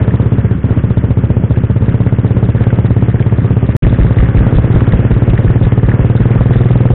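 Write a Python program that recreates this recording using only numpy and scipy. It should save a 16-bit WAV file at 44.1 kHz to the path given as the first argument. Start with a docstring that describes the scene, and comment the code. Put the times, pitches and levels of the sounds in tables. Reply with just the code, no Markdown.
"""A single-cylinder motorcycle idles in a dirt yard over engines further off, heard by a helmet camera.
A second bike idles lumpily beside it; both fire puffs of gas that ring their exhausts, and loose metal ticks.
After a cut with a short silence, a slow deep engine thumps and draws away, while another bike pops.
The first bike's throttle then creeps up, its parts clattering with each firing.
Loud peaks are flattened by the camera's input; a grainy hiss and flickering treble lie over everything."""
import sys
import numpy as np
from scipy import signal
from scipy.io import wavfile
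from scipy.ndimage import uniform_filter1d

SR = 44100
rng = np.random.default_rng(int(sys.argv[2]) if len(sys.argv) > 2 else 0)


def pcm_store(signal):
    """Save signal as 16-bit PCM."""
    levels = np.round(np.clip(np.atleast_2d(signal), -1, 1) * 32767)
    wavfile.write(sys.argv[1], SR, levels.astype(np.int16).T)


def convert_level_to_amplitude(level_db):
    """Map a level in decibels to its linear amplitude factor."""
    exponent = np.asarray(level_db, float) / 20
    return 10 ** exponent


N = 306054
TIME = np.arange(N) / SR
# The cut between the two parts: where the first ends and where the second becomes audible, in seconds.
CUT_S = (3.7657, 3.8228)


def curve(table):
    """Draws straight lines between the rows of a table whose first column is time in seconds."""
    s, *columns = np.transpose(table)
    return [np.interp(TIME, s, c) for c in columns]


def band(x, hz, width):
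    """A single resonance (two poles) with gain 1 at its centre; width in Hz."""
    return signal.lfilter(*signal.iirpeak(hz, hz / width, fs=SR), x)


def walk(rate):
    """A wandering random level with spread near 1: values held for 1 / rate seconds, then smoothed twice."""
    hold = int(SR / rate)
    steps = np.repeat(rng.standard_normal(N // hold + 1), hold)
    return 1.3 * uniform_filter1d(uniform_filter1d(steps, hold), hold)[:N]


def firing_times(rates, first, last):
    """An engine fires each time its running count of cycles passes a whole number."""
    cycles = np.cumsum(curve(rates)[0]) / SR
    cycles = cycles - np.interp(first, TIME, cycles)
    count = np.interp(last, TIME, cycles)
    return np.interp(np.arange(count), cycles, TIME)


def spikes(times, db):
    """One impulse per event."""
    x = np.zeros(N)
    at = np.clip((np.asarray(times) * SR).astype(int), 0, N - 1)
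    np.add.at(x, at, convert_level_to_amplitude(db))
    return x


def smooth(x, seconds):
    """Spreads each impulse into a decaying tail of the same area (one-pole lag)."""
    pole = np.exp(-1 / (seconds * SR))
    return signal.lfilter([1 - pole], [1, -pole], x)


def swell(times, db, seconds):
    """A rounded rise and fall after each event, with its peak near the given dB."""
    return smooth(smooth(spikes(times, db), seconds), seconds) * seconds * SR * np.e


def exhaust(times, db, modes, puff_s, scatter_db, pitch=1):
    """Each firing is a short puff of gas that rings the pipe modes, each a little differently every time."""
    out = 0
    for hz, mode_db, t60, sign in modes:
        puff_db = db + scatter_db * rng.standard_normal(len(times))
        puffs = smooth(smooth(spikes(times, puff_db), puff_s), puff_s)
        # a spinning phase, so that the mode can change pitch while it rings
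        turn = np.exp(2j * np.pi * hz * np.cumsum(pitch * np.ones(N)) / SR)
        decay = np.exp(-np.log(1000) / (t60 * SR))
        ring = (turn * signal.lfilter([1], [1, -decay], puffs / turn)).imag
        out = out + sign * convert_level_to_amplitude(mode_db) * ring
    return out


# What the loose metal of the engines rings with. Each row: pitch in Hz, width in Hz, relative level in dB.
METAL_RINGS = [(515.6, 44, 4), (774, 140, -5.5), (1153, 150, -3.5), (1500, 390, -2.5), (1760, 290, -1.5),
               (2100, 230, -7.5), (2610, 480, -9), (3610, 590, -9.5)]


def rattle(knocks_per_s, spread_db):
    """Random knocks of very unequal size; every resonance is struck by its own parts. Overall rms 1."""
    out = 0
    for hz, width, db in METAL_RINGS:
        hits = rng.random(N) < knocks_per_s / SR
        knocks = hits * rng.standard_normal(N) * convert_level_to_amplitude(spread_db * walk(13))
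        out = out + convert_level_to_amplitude(db) * band(band(knocks, hz, width), hz, 2 * width) / np.sqrt(width)
    return out / out.std()


# The first bike's speed before and after the cut. Each row: time in seconds, firings per second.
IDLE_SPEED = [(0, 14.844), (.132, 16.953), (.502, 15.388), (1.05, 14.918), (1.324, 15.537), (1.423, 13.86),
              (1.539, 15.333), (1.854, 16.666), (2.138, 16.384), (2.941, 16.94), (3.458, 16.377)]
THROTTLE_SPEED = [(4.11, 16.591), (5.035, 17.374), (5.976, 18.63), (6.454, 20.028), (6.897, 20.376)]
# The first firing of each part, in seconds.
FIRST_FIRING_S = (.0122, 3.8041)
# Muffler modes. Each row: pitch in Hz, level in dB, time to fall 60 dB in seconds, polarity.
MUFFLER_MODES = [(74.5, 3.8, .071, -1), (115.3, 18.8, .071, 1), (217, 20.4, .045, -1),
                 (314, 21.6, .036, -1), (352, 22.8, .044, 1), (402, 8, .11, 1), (434, 15.4, .058, -1)]
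# Low pipe tones that ring on between firings. Each row: pitch in Hz, level in dB,
# time to fall 60 dB in seconds, polarity.
BOOM_MODES = [(118, -8, .15, 1), (176, -13, .2, 1), (235, -8, .09, -1), (345, -4, .09, -1)]


def own_engine():
    """Even firings, one of them weak; more speed makes the pipe louder and higher, and metal rattles along."""
    steady_per_s, full_per_s = 17.53, 17.4  # reference speed; speed at which the blast stops growing
    blast_rise_db, boom_rise_db, clatter_sag_db = 1.8, 3.8, 2.2  # per firing a second
    misfire_s, misfire_db = .574, -14
    before = firing_times(IDLE_SPEED, FIRST_FIRING_S[0], CUT_S[0])
    after = firing_times(THROTTLE_SPEED, FIRST_FIRING_S[1], N / SR)
    times = np.r_[before, after]
    speed = np.where(TIME < CUT_S[0], curve(IDLE_SPEED)[0], curve(THROTTLE_SPEED)[0])
    revs = speed - steady_per_s
    revs_at_firing = revs[(times * SR).astype(int)]
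    # hotter gas lifts the pipe modes by this share per firing a second
    pitch = 1 + .0104 * revs
    miss_db = np.where(abs(times - misfire_s) < .02, misfire_db, 0)
    blast_db = 2.05 + blast_rise_db * np.clip(revs_at_firing, -1.4, full_per_s - steady_per_s)
    charge_db = blast_db + miss_db + 0.66 * rng.standard_normal(len(times))
    # the valve leaks a small puff just before it opens fully
    puff_times = np.r_[times, times - .0028]
    puff_db = np.r_[charge_db, charge_db - 16]
    pipe = exhaust(puff_times, puff_db, MUFFLER_MODES, puff_s=.002, scatter_db=.3, pitch=pitch)
    boom_db = boom_rise_db * revs_at_firing + miss_db
    boom = exhaust(times, boom_db, BOOM_MODES, puff_s=.002, scatter_db=1, pitch=pitch)
    # one chuff with the firing, another as the valves seat about half a cycle on
    chuff_db = 4 * rng.standard_normal((2, len(times)))
    firing_chuff = swell(times, miss_db + 0.3 + chuff_db[0], 0.011)
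    valve_chuff = swell(times + .03, -7.5 + chuff_db[1], 0.0044)
    gate = 1.0 + firing_chuff + valve_chuff
    # the clatter sags below the reference speed and grows only slowly above it
    clatter_db = -38 + clatter_sag_db * np.minimum(revs, .3 * revs)
    return pipe + boom + convert_level_to_amplitude(clatter_db) * gate * rattle(knocks_per_s=170, spread_db=1.5)


# How loud the engines further off are. Each row: time in seconds, level in dB.
YARD_LEVEL = [(0, -21), (.6, -23.5), (1.6, -23.5), (2, -21.5), (3.8, -21.5), (3.83, -19), (5.5, -20),
              (6.2, -21), (6.94, -21)]
# The spectrum of those engines. Each row: frequency in Hz, relative level in dB per Hz.
YARD_SPECTRUM = [(30, -10.5), (60, -5.5), (80, -1.5), (105, -14.5), (180, -3), (300, -8.5), (500, -17),
                 (700, -30), (1200, -24.5), (1800, -30.5), (3600, -53.5)]


def yard():
    """Half-octave bands of noise throb together like far exhausts, and each also flickers alone."""
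    out, throb = 0, walk(21.904)
    points_hz, points_db = np.transpose(YARD_SPECTRUM)
    for hz in 32 * 2 ** np.arange(0, 7, .5):
        db = np.interp(np.log(hz), np.log(points_hz), points_db) + 1.8 * throb + 1.6 * walk(9)
        noise = rng.standard_normal(N)
        out = out + convert_level_to_amplitude(db) * band(band(noise, hz, hz / 2), hz, hz / 2)
    return convert_level_to_amplitude(curve(YARD_LEVEL)[0]) * out / out.std()


# The neighbouring bike's speed. Each row: time in seconds, firings per second.
NEIGHBOUR_SPEED = [(.747, 9.287), (1.793, 9.849), (2.088, 9.182), (3.466, 9.379), (3.8, 7.66)]
# Its exhaust modes. Each row: pitch in Hz, level in dB, time to fall 60 dB in seconds, signed strength.
NEIGHBOUR_MODES = [(70.57, -13, 0.53, 0.98), (146, -13.5, 0.33, 0.65), (184.6, -13.5, 0.19, -1.3),
                   (253, -4, 0.06, -0.52)]


def neighbour():
    """Slightly uneven firings ring a second exhaust; out of earshot after the cut."""
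    times = firing_times(NEIGHBOUR_SPEED, .0105, CUT_S[0])
    times = times + 0.0014 * rng.standard_normal(len(times))
    pipe = exhaust(times, 0, NEIGHBOUR_MODES, puff_s=0.00027, scatter_db=0.5)
    return pipe * (TIME < CUT_S[1])


# Metallic ticks from the machines. Each row: start in seconds, starting level in dB, pitch in Hz.
METAL_TICKS = [(.63, -27, 1600), (1.56, -27, 1600), (1.923, -24.5, 1338), (2.6374, -27.5, 1730),
               (2.7038, -23, 1662), (3.1948, -26, 1560), (3.2244, -24, 2120), (3.827, -34.5, 3060),
               (3.832, -27, 2870), (3.837, -28.5, 2620), (3.866, -16.5, 1820), (4.184, -19, 1930),
               (4.372, -20.5, 1645), (4.4188, -29.5, 1390), (4.553, -29.5, 3300), (4.675, -28, 1273),
               (4.8064, -18, 1123), (4.8685, -20, 1104), (4.9216, -21.5, 1706), (5.1115, -20.5, 1288),
               (5.334, -22, 1700), (5.376, -19, 1740), (5.501, -25, 1500), (5.65, -21, 1550),
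               (5.7198, -20, 1780)]


def ticks():
    """Loose metal rings briefly: noise through one resonance, dying away after each start."""
    t60_s = 0.038
    out, shake = 0, rng.standard_normal(N)
    for s, db, hz in METAL_TICKS:
        fall = np.exp(-np.log(1000) * np.maximum(TIME - s, 0) / t60_s) * (TIME >= s)
        ring = band(shake, hz, .18 * hz)
        out = out + convert_level_to_amplitude(db) * fall * ring / ring.std()
    return out


# The deep engine's thumps, one a firing. Each entry: time in seconds.
THUMP_TIMES = [3.833, 3.998, 4.187, 4.367, 4.554, 4.744, 4.922, 5.112, 5.288, 5.466, 5.631, 5.837, 5.999,
               6.2, 6.378, 6.555, 6.731, 6.906]
# Its exhaust modes. Each row: pitch in Hz, level in dB, time to fall 60 dB in seconds, signed strength.
DEEP_MODES = [(44.3, 3.1, 0.13, -1.1), (62.4, -0.3, 0.44, 0.91), (122, -11, 0.34, 0.99),
              (170.2, 4.5, 0.21, 0.99)]
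# The spit of gas that leads each thump. Each row: pitch in Hz, level in dB,
# time to fall 60 dB in seconds, signed strength.
SPIT_MODES = [(260, -2.5, 0.009, -1.2)]


def deep_engine():
    """Slow heavy thumps, each with a spit and a rasp, over a steady rattle; all fade as it draws away."""
    thump_db, rasp_db, shake_db = 2, -28, -32
    # it stands, then its distance grows each second by this share of the first distance
    leaves_s, recedes_per_s = 4.34, 0.95
    distance = 1 + recedes_per_s * np.maximum(TIME - leaves_s, 0)
    gain = (TIME >= CUT_S[0]) / distance
    times = np.array(THUMP_TIMES)
    spit = exhaust(times - .0025, thump_db, SPIT_MODES, puff_s=.0004, scatter_db=4)
    rasp_level = swell(times, rasp_db, .009) + convert_level_to_amplitude(shake_db)
    rasp = rasp_level * rattle(knocks_per_s=170, spread_db=1.5)
    thumps = exhaust(times, thump_db, DEEP_MODES, puff_s=.0014, scatter_db=.4)
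    return gain * (rasp + spit + thumps)


# The clearest pops of a lumpy bike further along. Each row: time in seconds, puff level in dB.
POP_TIMES = [(3.8269, 1.5), (3.872, -0.5), (3.906, 3.5), (4.063, 1), (4.24, -1), (4.438, 1), (4.54, 2.5),
             (4.636, -5), (4.676, -1), (4.739, -2), (5.041, -4), (5.113, -1), (5.337, -2.5), (5.437, -1.5),
             (5.62, -6), (5.899, -6.5), (6.01, -1.5), (6.2, -4.5), (6.341, -1.5), (6.496, 3), (6.64, -0.5),
             (6.701, -2.5), (6.769, -1), (6.904, 2)]
# Its exhaust modes. Each row: pitch in Hz, level in dB, time to fall 60 dB in seconds, polarity.
POP_MODES = [(163, -8.5, 0.13, 1), (255, -7, 0.025, 1)]


def far_bike():
    """Separate dry pops: very short puffs ring two exhaust modes."""
    times, db = np.transpose(POP_TIMES)
    return exhaust(times, db, POP_MODES, puff_s=0.00041, scatter_db=1.0)


def scene():
    """All machines add up at one microphone."""
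    machines = own_engine() + yard() + neighbour() + ticks() + deep_engine() + far_bike()
    return machines[None]


def flatten_peaks(x):
    """The overloaded input rounds peaks off towards a ceiling, with a little of the sound leaking past."""
    ceiling, leak = .71, .015
    return ceiling * np.sign(x) * np.tanh((abs(x) / ceiling) ** 3) ** (1 / 3) + leak * x


def flicker_treble(x, loudness):
    """The top of the treble drops out in short blocks, and is kept more often when the sound is loud."""
    dull = signal.sosfiltfilt(signal.cheby2(10, 30, 3795, fs=SR, output="sos"), x)
    block = int(.023 * SR)  # samples in 23 ms
    drive = uniform_filter1d(loudness[0], size=block)[block // 2::block]
    kept = 1. * (drive + .5 * rng.standard_normal(len(drive)) > 1.6)
    is_kept = uniform_filter1d(np.repeat(kept, block), size=300)
    is_kept = np.resize(is_kept, N)
    return dull + is_kept * (x - dull)


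def low_pass(x):
    """Removes everything above the highest recorded frequency."""
    return signal.sosfilt(signal.butter(12, 16500, fs=SR, output="sos"), x)


def record(dry):
    """Peaks are flattened, hiss joins and the treble is cut and flickers; a silent gap and soft end follow."""
    capsule = signal.sosfilt(signal.butter(1, 6, "high", fs=SR, output="sos"), dry)
    clipped = flatten_peaks(capsule)
    coupled = signal.sosfilt(signal.butter(1, 3, "high", fs=SR, output="sos"), clipped)
    # a grainy hiss, louder when the sound is louder
    loudness = 0.3 + uniform_filter1d(abs(coupled), 700) / 0.2
    hiss = band(rng.standard_normal(N), 1200, 1100) * loudness
    hissy = coupled + convert_level_to_amplitude(-40.5) * hiss / hiss.std()
    # 80 dB down from 5482.3 Hz up
    narrow = signal.sosfilt(signal.cheby2(10, 80, 5482.3, fs=SR, output="sos"), hissy)
    flickering = flicker_treble(narrow, loudness)
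    gap = np.where(TIME < CUT_S[0], 1, np.clip((TIME - CUT_S[1]) / 0.0021, 0, 1))
    soft_end = np.clip((TIME[-1] - TIME) / .003, 0, 1)
    return low_pass(flickering * gap * soft_end)


dry = scene()
out = record(dry)
pcm_store(out)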